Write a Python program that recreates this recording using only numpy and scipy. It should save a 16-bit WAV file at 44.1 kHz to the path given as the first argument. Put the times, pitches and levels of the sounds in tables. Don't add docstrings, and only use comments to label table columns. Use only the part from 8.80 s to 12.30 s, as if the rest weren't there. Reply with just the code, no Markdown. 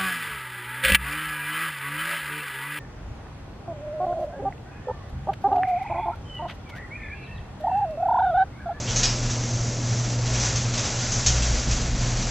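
import sys
import numpy as np
from scipy import signal
from scipy.fft import rfft, irfft, next_fast_len
from scipy.io import wavfile
from scipy.ndimage import uniform_filter1d

SR = 44100
rng = np.random.default_rng(int(sys.argv[2]) if len(sys.argv) > 2 else 0)


def wav_record(signal):
    frames = np.transpose(np.atleast_2d(signal))
    bounded = np.clip(frames, -1, 1)
    quanta = np.round(bounded * 32767).astype(np.int16)
    wavfile.write(sys.argv[1], SR, quanta)


def natural_amplitude(level_db):
    exponent = np.asarray(level_db, float) / 20
    return 10 ** exponent


N = 154350


def level(x, db):
    return x * natural_amplitude(db) / np.sqrt(np.mean(x ** 2))


def curve(rows, col):
    rows = np.array(rows)
    return np.interp(np.arange(N) / SR, rows[:, 0], rows[:, col])


def colour(x, points):
    size = next_fast_len(len(x) + 4096)
    log_hz = np.log(np.arange(size // 2 + 1) * SR / size + 1)
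    p = np.array(points, float)
    edge = np.log(p[:, 0])
    beyond = np.maximum(edge[0] - log_hz, 0) + np.maximum(log_hz - edge[-1], 0)
    db = np.interp(log_hz, edge, p[:, 1]) - 18 * beyond
    return irfft(rfft(x, size) * natural_amplitude(db), size)[:len(x)]


def ring(x, hz, width_hz):
    return signal.lfilter(*signal.iirpeak(hz, hz / width_hz, fs=SR), x)


def walk(rate):
    hold = int(SR / rate)
    steps = np.repeat(rng.standard_normal(N // hold + 1), hold)
    return 1.72 * uniform_filter1d(uniform_filter1d(steps, hold), hold)[:N]


def decay(t60_s):
    t = np.arange(SR // 2) / SR
    noise = rng.standard_normal(len(t)) * np.exp(-np.log(1000) * t / t60_s)
    return level(noise, 0) / np.sqrt(len(t))


def garage(x):
    early = decay(0.048)
    tail = natural_amplitude(4.5) * decay(0.37)
    return signal.fftconvolve(x, early + tail)[:len(x)]


# t/s, level/dB
HUM_LEVEL = [(0.0, -37), (0.04, -30), (1.42, -25), (1.77, -29), (1.84, -26.5), (2.14, -36), (2.2, -24.5),
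             (2.27, -30.5), (2.68, -29), (2.76, -42), (2.89, -29.5), (2.96, -32), (3.33, -28.5), (3.5, -36)]
# multiple of the hum, level/dB, level change/(dB per s)
HUM_OVERTONES = [(2, -11.5, -1.3), (5, -28, .5)]


def motor():
    t = np.arange(N) / SR
    phase = 2 * np.pi * 120 * t
    hum = np.sin(phase) * natural_amplitude(curve(HUM_LEVEL, col=1))
    mean = np.sqrt(np.mean(2 * hum ** 2))
    tones = 0
    for multiple, db, fade_db in HUM_OVERTONES:
        strength = mean * natural_amplitude(db + fade_db * t + walk(4.9))
        tones = tones + strength * np.sin(multiple * phase + walk(3) / 10)
    housing_hz, width_hz = 108.2, 16.6
    housing = ring(ring(rng.standard_normal(N), housing_hz, width_hz), housing_hz, width_hz)
    return np.sqrt(2) * (hum + tones) + level(housing, -36)


# f/Hz, level/dB per Hz
RUMBLE_COLOUR = [(22, 0), (45, -0.5), (95, -4), (185, -3.5), (260, -6.5), (430, -12), (620, -10.5),
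                 (1000, -20)]
# t/s, level/dB
RAIL_LOAD = [(0, -32.5), (1.3, -32.5), (1.7, -33), (2.2, -30.5), (2.6, -28.5), (3.0, -26), (3.5, -30.5)]


def rumble():
    noise = level(colour(rng.standard_normal(N), RUMBLE_COLOUR), 0)
    bass = signal.sosfilt(signal.butter(2, 260, fs=SR, output="sos"), noise)
    return bass * natural_amplitude(curve(RAIL_LOAD, col=1)) + level(noise - bass, -34)


# t/s, level/dB, share of thin bright jingle level/dB
ROLLER_EFFORT = [(0, -38.5, 5.5), (.1, -30, -14), (.3, -30, -4), (.47, -34.5, -8), (.75, -33.5, 1.5),
                 (.9, -34.5, -2), (1.3, -35, -5.5), (1.43, -35.5, -12), (1.66, -27, -5), (1.88, -32, -15),
                 (2.06, -28, -8), (2.15, -30, -9), (2.35, -30.5, 2.5), (2.58, -29, -13), (2.8, -30, -5),
                 (3.13, -33.5, -15), (3.25, -30.5, -11.5), (3.5, -31.5, -9.5)]
# f/Hz, level/dB per Hz
RATTLE_COLOUR = [(500, -3), (1000, -7.5), (1400, -5.5), (3000, -8), (4300, -7), (5200, -5), (6100, -3.5),
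                 (7700, -6.5)]


def rollers():
    size, places = N + SR // 2, 16
    ticks_per_s, spread_db = 2500, 3
    chance = rng.random((size, 2))
    struck = chance[:, 0] < ticks_per_s / SR
    ticks = struck * natural_amplitude(-spread_db * np.log(chance[:, 1] + .004))
    place = rng.integers(0, places, size)
    heard = sum(garage(ticks * (place == k)) for k in range(places))[-N:]
    heard = level(heard * natural_amplitude(0.74 * walk(16)), 0)
    jingle = natural_amplitude(curve(ROLLER_EFFORT, col=2)) * ring(heard, 6150, 1500)
    return colour((heard + jingle) * natural_amplitude(curve(ROLLER_EFFORT, col=1)), RATTLE_COLOUR)


# t/s, peak level/dB, ring f/Hz, ring share level/dB, chatter length/s
HINGE_CLACKS = [(0.075, -27.5, 3000, 3, .025), (.099, -20, 5900, -1.5, 0.028), (.16, -13, 6050, 0.5, 0.039),
                (0.2321, -7.5, 5260, -3, .026), (.5, -24, 5700, -0.5, .025), (1.457, -21, 6270, -11.5, .02),
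                (1.534, -18.5, 6000, -9.5, 0.023), (1.6, -20, 6050, 0, 0.02), (1.649, -23.5, 6110, 1, .03),
                (1.758, -16.5, 6200, -2, .025), (1.938, -16.5, 5060, -7.5, .025),
                (1.978, -16, 5970, -5.5, 0.035), (2.189, -23, 6160, -5.5, .025),
                (2.321, -23.5, 6500, 1.5, .025), (2.462, -8, 6200, -2, .028), (2.623, -13, 6200, -10, .03),
                (2.909, -18, 6500, -4, .025), (3.37, -24.5, 6500, -5.5, .025)]
# f/Hz, level/dB per Hz
CLACK_COLOUR = [(700, -12.5), (1500, -10), (3000, -3.5), (4300, -2.5), (5200, -3), (6200, -3), (7700, -3)]


def hinges():
    blow_count, ring_width_hz = 30, 2000
    out = np.zeros(N + SR)
    for start, db, hz, ring_db, chatter_s in HINGE_CLACKS:
        timing, force = rng.random((2, blow_count))
        late = (np.arange(blow_count) + timing) / blow_count
        blows = np.zeros(SR // 2)
        blows[(late * abs(chatter_s) * SR).astype(int)] = (1 - .5 * late) * (0.23 + force ** 2)
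        blows[0] = 1.3
        sheet = ring(ring(blows, hz, ring_width_hz), hz, ring_width_hz)
        rung = blows + natural_amplitude(ring_db) * 2 * sheet
        direct = natural_amplitude(2) * rung
        out[int(start * SR):][:SR // 2] += natural_amplitude(db + 1) * (direct + garage(rung))
    return colour(out[:N], CLACK_COLOUR)


# t/s, length/s, f/Hz, level/dB, swell level/dB either side of the middle
PANEL_SHUDDERS = [
    (0.084, 0.42, 33.3, -34, 2),
    (0.743, 0.26, 35, -49, -13.5),
    (1.47, 0.28, 57.9, -32, 1),
    (2.457, .36, 58.7, -23, 0.3),
    (2.862, .27, 58.5, -28, -4.5),
    (3.138, 0.44, 55.5, -40, -10),
    (2.577, 0.19, 35.1, -34, 7),
    (2.866, 1, 33.47, -28, 3.5),
]


def panels():
    t, out = np.arange(N) / SR, 0
    attack_s, release_s, wobble_db = .02, .03, 1
    for start, length, hz, db, swell_db in PANEL_SHUDDERS:
        since = t - start
        shape = np.clip(np.minimum(since / attack_s, 1 + (length - since) / release_s), 0, 1)
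        swell = swell_db * (2 * since / length - 1).clip(-1, 1)
        strength = natural_amplitude(db + wobble_db * walk(25) + swell)
        out = out + shape * strength * np.sin(2 * np.pi * hz * since)
    return np.sqrt(2) * out


def scene():
    unit = np.std(colour(rng.standard_normal(N), RATTLE_COLOUR))
    mono = motor() + rumble() + (rollers() + hinges()) / unit + panels()
    return np.array([mono, mono])


# centre t/s, low f/Hz, high f/Hz, level/dB
NOISE_PATCHES = [
    (.281, 4500, 5700, -32),
    (.374, 6850, 8200, -41),
    (1.327, 4150, 5300, -46),
    (1.327, 6850, 8300, -46),
    (1.396, 5150, 7000, -42),
    (2.232, 4150, 5070, -41),
]


def antiphase_noise():
    t, side, length_s = np.arange(N) / SR, 0, 0.04
    for centre, low_hz, high_hz, db in NOISE_PATCHES:
        bandpass = signal.butter(8, [low_hz, high_hz], "band", fs=SR, output="sos")
        band = signal.sosfilt(bandpass, rng.standard_normal(N))
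        side = side + level(band, db) * np.cos(np.pi * ((t - centre) / length_s).clip(-.5, .5))
    return side * np.array([[1], [-1]])


def top_cut(x):
    return signal.sosfilt(signal.butter(12, 8590, fs=SR, output="sos"), x)


def record(dry):
    shoulder = signal.butter(26, 7680, fs=SR, output="sos")
    steep = signal.ellip(12, .5, 70, 8240, fs=SR, output="sos")
    mix = signal.sosfilt(shoulder, dry + antiphase_noise())
    mix = signal.sosfilt(steep, mix)
    return top_cut(mix)


dry = scene()
out = record(dry)
wav_record(out)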